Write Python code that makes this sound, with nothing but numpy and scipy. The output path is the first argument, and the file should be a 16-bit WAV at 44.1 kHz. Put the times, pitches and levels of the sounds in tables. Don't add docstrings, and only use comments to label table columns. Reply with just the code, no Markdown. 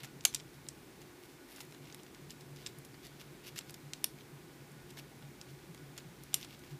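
import sys
import numpy as np
from scipy import signal
from scipy.fft import rfft, irfft, next_fast_len
from scipy.io import wavfile
from scipy.ndimage import uniform_filter1d

SR = 44100
rng = np.random.default_rng(int(sys.argv[2]) if len(sys.argv) > 2 else 0)


def wav_out(sig):
    wavfile.write(sys.argv[1], SR, np.round(np.clip(np.atleast_2d(sig).T, -1, 1) * 32767).astype(np.int16))


def volts_from_decibels(level):
    exponent = np.asarray(level, float) / 20
    return 10 ** exponent


N = 299439

# pitch_hz, level_db (per Hz)
AIR_COLOUR = [(15, -50), (25, -19), (84, -12.5), (134, -3), (206, -2), (354, -3), (624, -12), (818, -10.5),
              (1330, -14.5), (1480, -18), (1610, -13), (2910, -20), (3430, -19), (14400, -25), (16000, -24)]
# time_s, level_db
APPLIANCE_LULL = [
    (0, 1),
    (1.0, 0),
    (1.2, -4),
    (1.35, -6),
    (1.45, -11),
    (1.58, -6),
    (1.7, 1.5),
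    (6.79, 2.5),
]
# middle_s, length_s, level_db
DRONE_SWELLS = [(.04, 0.061, -49), (.18, 0.14, -53), (0.414, 0.29, -56), (0.65, 0.48, -57.5),
                (0.996, 0.18, -58), (1.33, .14, -65), (1.67, 0.16, -55.5), (1.86, 0.27, -54),
                (2.255, 0.17, -52), (2.51, 0.36, -52), (2.77, .14, -53), (2.94, .16, -56),
                (3.223, 0.67, -58), (3.544, 0.075, -53), (3.704, 0.082, -52), (3.863, 0.11, -50.5),
                (3.998, .18, -61.5), (4.157, 0.095, -54), (4.344, 0.091, -52.5), (4.46, 0.27, -57),
                (4.63, .1, -54.5), (4.775, 0.2, -53), (4.98, 0.35, -56.5), (5.245, 0.25, -52),
                (5.513, 0.22, -53), (5.695, 0.091, -49), (5.87, 0.34, -52.5), (6.087, 0.11, -49),
                (6.37, 0.64, -58.5), (6.742, 0.095, -46.5)]
# pitch_hz, width_hz, level_db
CABINET = [(118.8, 5.4, -72), (274, 14, -68), (316.7, 12.4, -69.5), (359, 19.7, -64), (414, 20, -72),
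           (491, 26, -85), (1466, 23, -74), (2200, 470, -71.5), (814, 42, -80)]
# time_s, level_db
RUMBLE_CURVE = [(0.0, -73), (0.36, -68), (1.8, -78), (1.83, -70), (2.02, -84), (2.12, -68.5), (4.76, -75),
                (4.82, -64), (4.93, -71), (6.5, -70), (6.75, -64), (6.79, -82)]
# time_s, level_db
FINGER_RUSTLE = [
    (0.0, -52),
    (0.21, -77),
    (0.76, -66),
    (2.5, -68.5),
    (3.27, -62),
    (3.72, -67),
    (6.0, -66),
    (6.52, -61),
    (6.79, -68),
]
# start_s, length_ms, friction_db
SKIN_STROKES = [(0, 9.6, -59), (0.033, 16, -55), (1.73, 26, -66), (1.8, 140, -67), (1.97, 48, -69),
                (2.02, 290, -81), (2.29, 44, -59.5), (2.55, 150, -65), (2.93, 25, -70), (3.018, 66, -59),
                (3.191, 41, -59), (3.43, 51, -59), (3.465, 37, -54), (3.554, 42, -53), (3.66, 57, -65),
                (4.17, 57, -68), (4.89, 28, -59.5), (4.963, 47, -57), (5.48, 40, -65.5), (6.395, 67, -57.5),
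                (6.48, 85, -64.5), (6.62, 76, -66.5), (6.689, 47, -65)]
# start_s, length_ms, friction_db
BRUSH_STROKES = [(.26, 40, -69), (.52, 58, -73), (1.0, 34, -68), (1.22, 53, -68), (1.27, 90, -74),
                 (1.47, 97, -64.5), (1.54, 115, -63.5), (2.39, 45, -72), (2.67, 34, -68), (5.6, 110, -78),
                 (5.95, 65, -72), (6.35, 74, -67)]
STEM_SQUEAK = (2210, 2840)
# start_s, strength_db, place, focus_db, chatter_ms
BLADE_SNAPS = [(0.0334, -51.0, 2.4, 0, 13), (0.0457, -48, 0.56, 0.5, 14), (0.2512, -16.5, 2.13, 3.5, 7.6),
               (0.2576, -40, 3.1, 1.0, 9.5), (0.3463, -28.5, 2.17, 7, 7.2), (0.35, -34, 1.8, 4, 3.7),
               (0.3595, -41.5, 1.4, 9, 9.4), (0.6864, -37, 1.94, 7.5, 5.4), (1.6046, -45.5, 1.3, 2, 13),
               (2.6627, -36, 1.5, 8, 6.7), (2.6698, -41, 1.85, 3.5, 5), (3.0501, -58, 0.44, 0, 16),
               (3.56, -48, 0.9, 2, 11), (3.5813, -39, 1.6, 7, 6.6), (3.5887, -37, 2.04, 2.5, 6.3),
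               (3.9342, -34.5, 1.62, 7.5, 6.9), (4.0424, -22, 3.44, 1.5, 5.4),
               (5.9778, -43.5, 1.4, 2.5, 15), (6.331, -48, 1.3, 6.0, 14), (6.3422, -23, 2.6, 2.5, 5.4),
               (6.3476, -38.5, 3.4, 2.0, 13), (2.408, -55, 1.7, 6, 15), (3.4696, -61, 0.2, 0, 11),
               (2.849, -53, 3.1, 1.5, 12)]
# start_s, strength_db, place, focus_db
BLADE_TICKS = [(0.2082, -48.5, 1.5, 9), (0.239, -55, 1.5, 2), (0.3283, -52, 1.5, 5), (0.339, -49, 1.0, 1),
               (0.3934, -55.0, 1.4, 6), (0.399, -48.0, 1.3, 6.0), (0.404, -52, 1.2, 6),
               (0.667, -55, 0.8, 7), (1.561, -52, 2, 5), (1.582, -51, 0.0, 5), (1.6117, -48, 4, 2),
               (1.7232, -51, -1.5, 0.5), (1.925, -49, 1.7, 11), (1.9453, -47.5, 3, 0.5),
               (2.033, -54.0, 2.2, 4.0), (2.306, -41.5, 1.8, 10), (2.561, -54, 1.6, 2.5),
               (2.786, -50, 3.5, 6), (3.2128, -54, 0.0, 0.5), (3.4794, -55, 3, 0), (3.6093, -51.0, 1.0, 6),
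               (3.6954, -51, 2.0, 1), (3.7063, -48, 4, 1.5), (3.7417, -47.5, 2.06, 2.5),
               (4.9887, -51.5, 1.2, 1), (5.4132, -45.0, 1.7, 7.5), (5.7463, -53.5, 0.8, 0.5),
               (6.2356, -48.5, 3.5, 2), (6.4285, -42.5, 1.1, 10), (6.446, -50, 1.1, 2)]
# start_s, strength_db, place
FAINT_TICKS = [(0.5425, -62.0, 1.3), (1.017, -56, 1.8), (1.245, -63, 2), (1.592, -56.0, 1.7),
               (1.65, -59, 2.7), (1.711, -60.0, 2.2), (1.7465, -53, 0.98), (1.855, -58, 1.2),
               (1.899, -53.5, 1), (1.997, -55, 0.86), (2.0646, -56, 0.9), (2.1466, -54.5, 1.5),
               (2.5694, -57, 1.4), (2.943, -54, 0.37), (3.068, -56.0, 1.9), (3.5745, -50.0, 1.5),
               (4.187, -57.0, 0.7), (4.208, -55, 0.89), (4.7163, -59, 3.1), (4.9049, -53, 2),
               (4.972, -50, 0.59), (4.993, -50.0, 1.2), (5.224, -55, 0.71), (5.7757, -55.5, 1.3),
               (5.967, -56, 1.2), (6.0053, -56.0, 0.5), (6.4117, -51, 1.8), (6.547, -55.0, 0.9),
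               (6.592, -57, 2.8), (6.637, -56, 0.74)]
# pitch_hz, ...
PART_MODES = [
    (1630, 2260, 2320, 2430, 2630),
    (2990, 3450, 3720, 4040, 4720, 5050),
    (5350, 5880, 6510, 7310, 7160, 8010),
    (9530, 10000, 10770, 11700, 12000, 13100, 14500),
]
PART_DECAY = (0.0025, 0.0044, 0.0051, 0.0021)


def rms_one(x):
    return x / np.sqrt(np.mean(x ** 2) + 1e-20)


def in_time(rows):
    return np.interp(np.arange(N) / SR, *np.transpose(rows))


def band(x, low_hz, high_hz):
    return signal.sosfilt(signal.butter(2, [low_hz, high_hz], "band", fs=SR, output="sos"), x)


def resonance(hz, width_hz):
    r = np.exp(-np.pi * width_hz / SR)
    noise = rng.standard_normal(N + SR)
    ringing = signal.lfilter([1, 0, -1], [1, -2 * r * np.cos(2 * np.pi * hz / SR), r * r], noise)
    return rms_one(ringing[SR:])


def grains(shape, per_s, spread_db):
    sizes = volts_from_decibels(spread_db * np.minimum(rng.exponential(1, shape), 4))
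    sizes *= rng.choice([-1, 1], shape)
    return sizes * (rng.random(shape) < per_s / SR)


def room_air():
    size = next_fast_len(N)
    hz = np.arange(1, size // 2 + 2) * SR / size
    points_hz, points_db = np.transpose(AIR_COLOUR)
    colour = volts_from_decibels(np.interp(np.log(hz), np.log(points_hz), points_db))
    noise = irfft(rfft(rng.standard_normal(size)) * colour, size)[:N]
    air = volts_from_decibels(-58) * rms_one(noise)
    low_band = signal.butter(3, [85, 215], "band", fs=SR, output="sos")
    low = signal.sosfiltfilt(low_band, air)
    return air + low * (volts_from_decibels(in_time(APPLIANCE_LULL)) - 1)


def rumble():
    return volts_from_decibels(in_time(RUMBLE_CURVE) - 0.5) * rms_one(band(rng.standard_normal(N), 42, 86))


def swells():
    t = np.arange(N) / SR
    rest_db = -69 + in_time(APPLIANCE_LULL)
    power = volts_from_decibels(2 * rest_db)
    for middle_s, length_s, db in DRONE_SWELLS:
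        power = power + volts_from_decibels(2 * db) * np.exp(-((t - middle_s) / (0.23 * length_s)) ** 2)
    return np.sqrt(power)


def appliance():
    drone = band(resonance(142.2, width_hz=5.7), 112, 186)
    drone /= np.sqrt(uniform_filter1d(drone ** 2, size=5000) + 0.17 * np.mean(drone ** 2))
    cabinet = sum(volts_from_decibels(db) * resonance(hz, width_hz) for hz, width_hz, db in CABINET)
    return swells() * drone + cabinet


def kitchen_tail(x):
    decay_s, wall_s, tail_db = 0.17, 0.008, -18
    t = np.arange(SR // 2) / SR
    noise = rng.standard_normal((2, len(t)))
    tail = band(noise[0], 500, 5700) * volts_from_decibels(-60 * t / decay_s)
    tail += 0.75 * band(noise[1], 5600, 14400) * volts_from_decibels(-60 * t / (0.94 * decay_s))
    tail *= np.clip(t / wall_s, 0, 1) ** 2
    tail /= np.sqrt(np.sum(tail ** 2))
    wander = 0.3 * np.cumsum(uniform_filter1d(rng.standard_normal(N), size=20))
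    all_round = np.real(signal.hilbert(x, next_fast_len(N))[:N] * np.exp(1j * wander))
    return volts_from_decibels(tail_db) * signal.fftconvolve(all_round, tail)[:N]


def stroke_levels(bright):
    in_skin_db, brush_db = -4.5, 0.5
    level = np.zeros(N)
    for strokes, bright_db in ((SKIN_STROKES, in_skin_db), (BRUSH_STROKES, brush_db)):
        for start_s, length_ms, friction_db in strokes:
            span = slice(int(start_s * SR), int((start_s + length_ms / 1000) * SR))
            shape = signal.windows.tukey(len(level[span]), 0.55)
            level[span] += volts_from_decibels(friction_db + bright * bright_db + 1.0) * shape
    return level


def scrapes():
    grip = rms_one(band(rng.standard_normal(N), 35, 460))
    slips = grains(N, per_s=3500, spread_db=3.5) * volts_from_decibels(2.5 * grip)
    flesh = band(slips, 2050, 6000)
    for hz in STEM_SQUEAK:
        flesh += 0.56 * band(slips, hz - 130, hz + 130)
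    metal = band(slips, 8200, 14000)
    strokes = stroke_levels(bright=0) * rms_one(flesh) + stroke_levels(bright=1) * rms_one(metal)
    rustle = volts_from_decibels(in_time(FINGER_RUSTLE) - 7.5) * rms_one(band(slips, 1940, 4440))
    return strokes + rustle


def ring_part(modes_hz, decay_s, level_db, place, focus_db, push):
    t = np.arange(push.shape[1]) / SR
    shape = (len(push), len(modes_hz))
    hz = np.array(modes_hz) * (1 + 0.025 * rng.standard_normal(shape))
    strength = volts_from_decibels(0.84 * rng.standard_normal(shape))
    mode_place = np.maximum(np.log(hz / 2200) / np.log(1.74), -0.5)
    strength *= volts_from_decibels(-focus_db * (mode_place - place) ** 2)
    tones = np.sin(2 * np.pi * hz[..., None] * t)
    body = np.einsum("em,emt->et", strength, tones) * volts_from_decibels(-60 * t / decay_s)
    blows = grains(push.shape, per_s=7900, spread_db=3.5)
    blows = push * (blows + 0.19 * rng.standard_normal(push.shape))
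    blows[:, 44] += 4.5
    rung = signal.fftconvolve(blows, body, axes=1)[:, :len(t)]
    rung = band(rung, 0.66 * min(modes_hz), 0.98 * max(modes_hz))
    loudest = np.sqrt(uniform_filter1d(rung ** 2, size=110, axis=1).max(axis=1))
    return rung * (volts_from_decibels(level_db - 0.5) / loudest)[:, None]


def ticks():
    contacts = list(BLADE_SNAPS)
    contacts += [(*row, 6.7) for row in BLADE_TICKS]
    contacts += [(*row, 5, 6.4) for row in FAINT_TICKS]
    start_s, strength_db, place, focus_db, chatter_ms = np.array(contacts).T[:, :, None]
    t, chatter_s = np.arange(1024) / SR, chatter_ms / 1000
    push = np.minimum(t / 0.00097, 1) ** 2 * volts_from_decibels(-19 * t / chatter_s)
    push *= t < 1.15 * chatter_s
    parts_db = [(strength_db - focus_db * (part - place) ** 2)[:, 0] for part in range(len(PART_MODES))]
    parts = list(zip(PART_MODES, PART_DECAY, parts_db))
    parts.append(((710, 917, 1340), 0.015, parts_db[0] - 7))
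    sound = sum(ring_part(*part, place, focus_db, push) for part in parts)
    out = np.zeros(N + len(t))
    first = ((start_s - 0.0007) * SR).astype(int)
    np.add.at(out, first + np.arange(len(t)), sound)
    return out[:N]


def scene():
    background = room_air() + rumble() + appliance()
    peeler = scrapes() + ticks()
    return (background + kitchen_tail(peeler) + peeler)[None]


def roll_off(x):
    return signal.sosfilt(signal.butter(12, 16530, fs=SR, output="sos"), x)


def record(dry):
    top_cut = signal.cheby2(16, 33, 15560, fs=SR, output="sos")
    mix = signal.sosfilt(top_cut, dry)
    return roll_off(mix)


dry = scene()
out = record(dry)
wav_out(out)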